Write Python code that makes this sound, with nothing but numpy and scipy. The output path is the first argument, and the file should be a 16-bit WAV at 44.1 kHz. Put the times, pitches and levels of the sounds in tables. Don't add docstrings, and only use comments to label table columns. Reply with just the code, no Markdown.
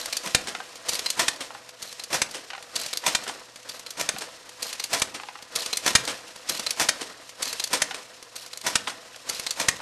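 import sys
import numpy as np
from scipy import signal
from scipy.fft import rfft, irfft
from scipy.io import wavfile
from scipy.ndimage import uniform_filter1d, map_coordinates

SR = 44100
rng = np.random.default_rng(int(sys.argv[2]) if len(sys.argv) > 2 else 0)


def unload_wav(signal):
    wavfile.write(
        sys.argv[1],
        SR,
        np.round(np.clip(np.atleast_2d(signal).T, -1, 1) * 32767).astype(np.int16),
    )


N = 432621


def amp(db):
    return 10 ** (np.asarray(db) / 20)


def unit(x):
    return x / np.sqrt(np.mean(x ** 2) + 1e-20)


def along(points, hz):
    freqs, values = np.transpose(points)
    return np.interp(np.log(hz + 1), np.log(freqs + 1), values)


def wobble(rate):
    points = rng.standard_normal(int(N * rate / SR) + 4)
    return map_coordinates(points, [np.arange(N) * rate / SR])


def add(track, s, sound):
    start = int(s * SR)
    piece = sound[max(-start, 0):max(N - start, 0)]
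    track[max(start, 0):][:len(piece)] += piece


def body(colour, peaks, size=4096):
    hz = np.fft.rfftfreq(size, 1 / SR)
    boost = 1 + sum((amp(db) ** 2 - 1) / (1 + (2 * (hz - f) / width) ** 2) for f, width, db in peaks)
    cepstrum = irfft(np.log(amp(along(colour, hz))) + np.log(np.abs(boost) + 1e-6) / 2)
    cepstrum[1:size // 2] *= 2
    cepstrum[size // 2:] = 0
    return irfft(np.exp(rfft(cepstrum)))


def detuned(peaks, spread):
    return [(hz * np.exp(spread * rng.standard_normal()), width, db) for hz, width, db in peaks]


def contact(rise, hold, t60, linger_db, linger_t60, grit, clump_db=.5, size=8192):
    t = np.arange(size) / SR
    fade = amp(-60 * np.maximum(t - rise - hold, 0) / t60) + amp(linger_db - 60 * t / linger_t60)
    clumps = amp(clump_db * unit(uniform_filter1d(rng.standard_normal(size), size=160)))
    spatter = clumps * rng.standard_normal(size) * np.exp(grit * rng.standard_normal(size))
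    return np.minimum(t / rise, 1) ** 2 * fade * spatter


def at_level(sound, db):
    return amp(db) * sound / np.sqrt(uniform_filter1d(sound ** 2, size=180).max())


def blow(force, part, db, low_db):
    ring = signal.fftconvolve(force, part)
    low = signal.sosfiltfilt(signal.butter(2, 2500, fs=SR, output="sos"), ring, padtype=None)
    share = np.clip(amp(low_db) ** 2, .01, .9)
    return at_level(np.sqrt(share) * unit(low) + np.sqrt(1 - share) * unit(ring - low), db)


# f/Hz, time to fall 60 dB/s
ROOM_DECAY = [(60, 0.04), (250, 0.91), (1000, 0.34), (4000, 0.22), (8000, 0.18), (14000, 0.16)]
def workshop(sound):
    out = np.zeros(N)
    for span in np.array_split(np.arange(N), 24):
        hz, t, noise = signal.stft(rng.standard_normal(SR // 2), SR, nperseg=256)
        fade = amp(-60 * t / along(ROOM_DECAY, hz)[:, None])
        tail = signal.istft(noise * fade, SR, nperseg=256)[1]
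        tail *= 1 - np.exp(-np.arange(len(tail)) / SR / .0049)
        add(out, span[0] / SR, signal.fftconvolve(sound[span], tail / np.linalg.norm(tail)))
    return out


# f/Hz, level/dB
DRIVE_TONES = [(120, -72.5), (502, -62.5), (702, -71), (955, -70)]
def hum():
    out, t = np.zeros(N), np.arange(N) / SR
    for hz, db in DRIVE_TONES:
        height = np.sqrt(2) * amp(db + 1.1 * wobble(2.02))
        out += height * np.sin(2 * np.pi * hz * (t + .00016 * wobble(14)))
    return out


def friction(colour, peaks, grit, flutter_db):
    slips = rng.standard_normal(N) * np.exp(grit * rng.standard_normal(N))
    slips *= amp(flutter_db * wobble(90))
    return unit(signal.fftconvolve(slips, body(colour, peaks))[:N])


def motion(shape, s, db):
    start, rise, hold, t60, rub_db, hiss_db = shape
    t = np.arange(N) / SR - s - start
    fade = amp(-60 * np.clip(t - rise - hold, 0, 2 * t60) / t60)
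    speed = np.clip(t / rise, 0, 1) ** 2 * fade
    return np.outer(amp([rub_db + db, hiss_db + db]), speed) ** 2


# f/Hz, level/dB
RUB_COLOUR = [(25, -17), (60, -9), (170, -7), (270, 1), (420, -4.5), (620, 1.5), (850, 1), (1900, 3),
              (2700, -11), (4500, -3), (15000, -65)]
HISS_COLOUR = [(1200, -14.5), (2600, 1.5), (4200, -2), (5500, -0.5), (7000, -2.5), (9000, -8),
               (12000, -13.5), (14000, -28), (16000, -34)]
# f/Hz, width/Hz, boost/dB
BED_PEAKS = [(491, 61, 10.5), (659.5, 25, 8.8), (1017, 25, 7), (1210, 180, 2.7), (1905, 30, 2.7)]
RAIL_PEAKS = [(4100, 300, 3), (5250, 200, 3), (8600, 500, 3), (11400, 300, 3)]
# t/s, rise/s, hold/s, time to fall 60 dB/s, rub/dB, hiss/dB
LOAD_SLIDE = (-.066, .045, .015, .35, -42.5, -46)
TURN_SLIDE = (-.045, .06, .06, 1.3, -44, -38.5)
DOWN_SLIDE = (.235, .085, .025, .38, -36, -33)
UP_SLIDE = (.39, .04, .12, .95, -45.5, -47)
# plate starts t/s, feed/dB, dies land/dB, dies seat/dB, lift/dB, idle noise/dB
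PRESS_CYCLES = [(-.044, 0, -28, -29, 0, 4.5), (.89, 2, -16.5, -29, -1.5, 2.5),
                (1.825, -9, -22, -21, -2.5, -1.5), (2.76, -.5, -16, -23, 0, 0),
                (3.693, -10, -25.5, -21, -0.5, -.5), (4.627, -2, -18.5, -22, -3, 0.5),
                (5.559, 1.5, -16.5, -16.5, 5, -0.5), (6.494, 1.5, -18, -21, 1, 2.5),
                (7.427, 0.5, -17.5, -23, -0.5, 0), (8.361, -10, -20, -28, -2.5, -1.5),
                (9.295, 0, -20, -29, -2, 0.5)]
def sliding():
    starts, *_, idle_db = np.transpose(PRESS_CYCLES)
    idle = amp(np.interp(np.arange(N) / SR, starts, idle_db))
    power = np.outer(amp([-52, -50.5]), idle) ** 2
    usual_clank_db = -13.5
    for s, feed_db, land_db, seat_db, lift_db, _ in PRESS_CYCLES:
        clank_db = 20 * np.log10(amp(land_db) + amp(seat_db))
        drag_db = .72 * (clank_db - usual_clank_db)
        power += motion(LOAD_SLIDE, s, feed_db) + motion(TURN_SLIDE, s, feed_db)
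        power += motion(DOWN_SLIDE, s, drag_db) + motion(UP_SLIDE, s, lift_db)
    rub_gain, hiss_gain = np.sqrt(power)
    rub = friction(RUB_COLOUR, BED_PEAKS, grit=.45, flutter_db=2.3)
    hiss = friction(HISS_COLOUR, RAIL_PEAKS, grit=.48, flutter_db=2)
    return rub_gain * rub + hiss_gain * hiss


# f/Hz, level/dB
BENCH_COLOUR = [(40, -14), (130, -3), (220, 3), (350, -3), (700, -10), (2000, -24), (8000, -45)]
# t/s, level/dB
FRAME_THUDS = [(.255, -37), (4.135, -43), (5.9, -38), (6.493, -38)]
def thuds():
    out, bench = np.zeros(N), body(BENCH_COLOUR, [])
    for s, db in FRAME_THUDS:
        force = contact(rise=.004, hold=.008, t60=.12, linger_db=-14, linger_t60=.2, grit=.3)
        add(out, s, at_level(signal.fftconvolve(force, bench), db))
    return out


# f/Hz, level/dB
PLASTIC_COLOUR = [(100, -13), (350, -3), (750, 14), (1500, 8), (3000, -3), (6000, -15.5), (10000, -28),
                  (15000, -62)]
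# f/Hz, width/Hz, boost/dB
BIN_PEAKS = [(782, 55, 11), (1040, 55, 7), (1260, 70, 7), (1460, 55, 11), (1980, 130, 7), (2630, 90, 4),
             (2850, 100, 7)]
# t/s, level/dB, share below the treble/dB
BIN_KNOCKS = [(.549, -26, -6), (.602, -29, -1), (1.505, -34, -0.5), (1.548, -34.5, -0.5),
              (2.502, -31.5, -11), (2.532, -32, -3.5), (2.549, -34, -3), (2.578, -36, -2), (3.037, -32, -2),
              (3.266, -33, -2), (3.294, -30, -1), (4.162, -32, -2), (5.198, -33, -4), (5.233, -33.5, -2.5),
              (5.285, -31.5, -2), (5.354, -35, -2), (5.388, -41.5, -5), (7.909, -28, -6),
              (8.872, -23.5, -4), (9.144, -41, -8), (9.801, -34, 0)]
def drops():
    out = np.zeros(N)
    for s, db, low_db in BIN_KNOCKS:
        force = contact(rise=.00073, hold=.0014, t60=.025, linger_db=-12.5, linger_t60=.19, grit=.52)
        plastic = body(PLASTIC_COLOUR, detuned(BIN_PEAKS, spread=.04))
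        add(out, s, blow(force, plastic, db, low_db))
    return out


# f/Hz, level/dB
GUIDE_COLOUR = [(50, -21), (180, -7), (280, 3.5), (1000, 2.5), (3000, 0.5), (6000, -3.5), (9000, -8.5),
                (12000, -17.5), (15000, -36)]
# f/Hz, width/Hz, boost/dB
GUIDE_PEAKS = [(510, 50, 4), (3100, 120, 3), (5300, 200, 3), (8650, 500, 6)]
def scrapes():
    out, guides = np.zeros(N), body(GUIDE_COLOUR, GUIDE_PEAKS)
    for s, *_, lift_db, _ in PRESS_CYCLES:
        force = contact(rise=.0038, hold=.012, t60=.12, linger_db=-4, linger_t60=.26, grit=.45,
                        clump_db=2.5)
        add(out, s + .513, blow(force, guides, db=lift_db - 28.5, low_db=-5))
    return out


# f/Hz, level/dB
PLATE_COLOUR = [(50, -9.5), (300, -5.5), (1200, -3.5), (2500, -2.5), (4500, -2), (6500, -1), (9000, -4),
                (12000, -10.5), (15000, -28.5)]
# f/Hz, width/Hz, boost/dB
PLATE_PEAKS = [(480, 50, 8), (2150, 150, 3), (3450, 180, 5), (4120, 110, 7), (4600, 130, 11),
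               (6000, 250, 4), (9000, 300, 3), (11400, 300, 5)]
def click(db, low_db):
    force = contact(rise=.0018, hold=.002, t60=.024, linger_db=-13, linger_t60=.09, grit=.3, clump_db=1)
    return blow(force, body(PLATE_COLOUR, detuned(PLATE_PEAKS, spread=.009)), db, low_db)


# t/s, level/dB
LOOSE_CASES = [(.932, -25.5), (.951, -26), (1.359, -40), (2.309, -36), (2.812, -31), (3.236, -34.5),
               (4.183, -30.5), (4.996, -27), (5.618, -31), (6.05, -29), (7.454, -29), (7.673, -32),
               (8.612, -35)]
def clicks():
    out = np.zeros(N)
    for s, feed_db, *_ in PRESS_CYCLES:
        add(out, s - .136, click(db=-38, low_db=-6))
        add(out, s + .1, click(db=feed_db - 26, low_db=-9.5))
        add(out, s + .211, click(db=feed_db - 21, low_db=-18.5))
    for s, db in LOOSE_CASES:
        add(out, s, click(db, low_db=-14.5))
    return out


# f/Hz, level/dB
CATCH_COLOUR = [(50, -20), (250, -12), (500, -3), (1200, -3), (2500, -1.5), (4500, -1.5), (6500, -3),
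                (9000, -8), (12000, -13), (15000, -28)]
# f/Hz, width/Hz, boost/dB
SPRING_PEAKS = [(2270, 320, 4), (4120, 130, 15), (4800, 150, 8), (8450, 350, 1.7)]
def pawl():
    out = np.zeros(N)
    for s, feed_db, *_ in PRESS_CYCLES:
        for delay, touch_db in [(-.0008, -1), (.003, 0), (.028, -14)]:
            force = contact(rise=.00083, hold=.0012, t60=.016, linger_db=-11, linger_t60=.08, grit=.34,
                            clump_db=.8)
            spring = body(CATCH_COLOUR, detuned(SPRING_PEAKS, spread=.0052))
            add(out, s + .1705 + delay, blow(force, spring, db=feed_db + touch_db - 23.3, low_db=-10.5))
    return out


# f/Hz, level/dB
CASE_COLOUR = [(300, -28), (1500, -14), (4000, -0.5), (8500, -8), (12000, -10), (15000, -22)]
# f/Hz, width/Hz, boost/dB
CASE_PEAKS = [(4100, 90, 13), (4400, 100, 8), (4750, 110, 8), (5950, 250, 5), (8300, 350, 5),
              (11400, 200, 9)]
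def plate_turns():
    out, plate = np.zeros(N), body(PLATE_COLOUR, PLATE_PEAKS)
    t = np.arange(SR // 8) / SR
    shake = np.exp(-((t - .055) / .028) ** 2) + amp(-2 - 60 * t / .13)
    for s, feed_db, *_ in PRESS_CYCLES:
        for delay, touch_db in [(-.0055, -7), (-.0003, 0)]:
            force = contact(rise=.001, hold=.0035, t60=.022, linger_db=-12, linger_t60=.09, grit=.25,
                            clump_db=1)
            add(out, s + delay, blow(force, plate, db=feed_db + touch_db - 21, low_db=-14))
        onsets = rng.random(len(t)) < 300 / SR
        touches = uniform_filter1d(onsets.astype(float), size=130)
        taps = shake * (unit(touches) + .3) * rng.standard_normal(len(t))
        brass = body(CASE_COLOUR, detuned(CASE_PEAKS, spread=.008))
        add(out, s, blow(taps, brass, db=feed_db - 31, low_db=-21))
    return out


# f/Hz, level/dB
DIE_COLOUR = [(40, -23), (140, 7.5), (230, 4), (700, 6), (2300, -1), (3500, -11.5), (6000, -6.5),
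              (9000, -14.5), (12500, -19), (15000, -48)]
# f/Hz, width/Hz, boost/dB
DIE_PEAKS = [(229, 40, 2.5), (304, 91, 8.5), (523, 20, 9.3), (664, 140, 9.2), (983, 83, 13.8),
             (1395, 150, 8), (1860, 200, 6.6), (2400, 79, 5.1), (3470, 180, 8.6), (4230, 220, 4.2),
             (5260, 160, 2.7), (6030, 70, 1.7), (8500, 200, 8.2)]
def clanks():
    out, dies = np.zeros(N), body(DIE_COLOUR, DIE_PEAKS)
    enter_s, land_s, seat_s = .278, .3025, .3165
    approach = np.linspace(.6, 1, SR // 40)
    for s, _, land_db, seat_db, *_ in PRESS_CYCLES:
        scrape = approach * rng.standard_normal(len(approach))
        add(out, s + enter_s, blow(scrape, dies, db=-33.5, low_db=-3.5))
        for delay, db in [(land_s, land_db), (seat_s, seat_db)]:
            force = contact(rise=.0015, hold=.002, t60=.06, linger_db=-8, linger_t60=.2, grit=.55,
                            clump_db=2)
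            add(out, s + delay, blow(force, dies, db, low_db=-7.6))
    return out


# f/Hz, level/dB
FRAME_COLOUR = [(60, -35), (250, 1), (800, 4.5), (1500, 7.5), (3000, -2), (6500, -2), (8500, -5.5),
                (10500, -11.5), (12500, -20), (15000, -32)]
# f/Hz, width/Hz, boost/dB
FRAME_PEAKS = [(620, 70, 5), (970, 120, 3), (1830, 130, 9), (2390, 80, 8), (2860, 90, 4), (3100, 90, 5),
               (3600, 130, 9), (4160, 130, 3), (4470, 90, 3), (5020, 160, 3), (6210, 200, 5),
               (6900, 120, 1), (8120, 200, 7), (8940, 120, 3), (10350, 350, 7)]
# t/s, level/dB, hold/s, gain of the low push/dB
STROKE_ENDS = [(0.3453, -10, .0015, -11.5), (1.2795, -15, .002, -27), (2.215, -15, .003, -22.5),
               (3.147, -15, .003, -24.5), (4.0874, -16.5, .0008, -30), (5.0164, -15, .002, -21.5),
               (5.9496, -8.5, .005, -9.5), (6.8852, -12.5, .0045, -32), (7.8168, -14, .002, -26),
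               (8.7525, -13, .0025, -20), (9.6826, -12, .0015, -15.5)]
def snaps():
    out, t = np.zeros(N), np.arange(SR // 30) / SR
    swing = (t - .0043) / .0012
    push = swing * np.where(swing < 0, np.exp(-swing ** 2), .56 * np.exp(-.91 * np.abs(swing)))
    for s, db, hold, push_db in STROKE_ENDS:
        force = contact(rise=.0032, hold=hold, t60=.035, linger_db=-27, linger_t60=.063, grit=.15,
                        clump_db=-.5)
        frame = body(FRAME_COLOUR, detuned(FRAME_PEAKS, spread=.0088))
        add(out, s, blow(force, frame, db, low_db=-9.7))
        add(out, s, amp(push_db) * push)
    return out


def scene():
    hits = snaps() + clanks() + plate_turns() + pawl() + clicks() + scrapes() + drops() + thuds()
    return (hits + amp(-14) * workshop(hits) + sliding() + hum())[None]


def record(dry):
    ceiling, top_hz = .8, 14500
    rounded = dry / (1 + (dry / ceiling) ** 4) ** .25
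    return signal.sosfilt(signal.ellip(10, .1, 80, top_hz, fs=SR, output="sos"), rounded)


dry = scene()
out = record(dry)
unload_wav(out)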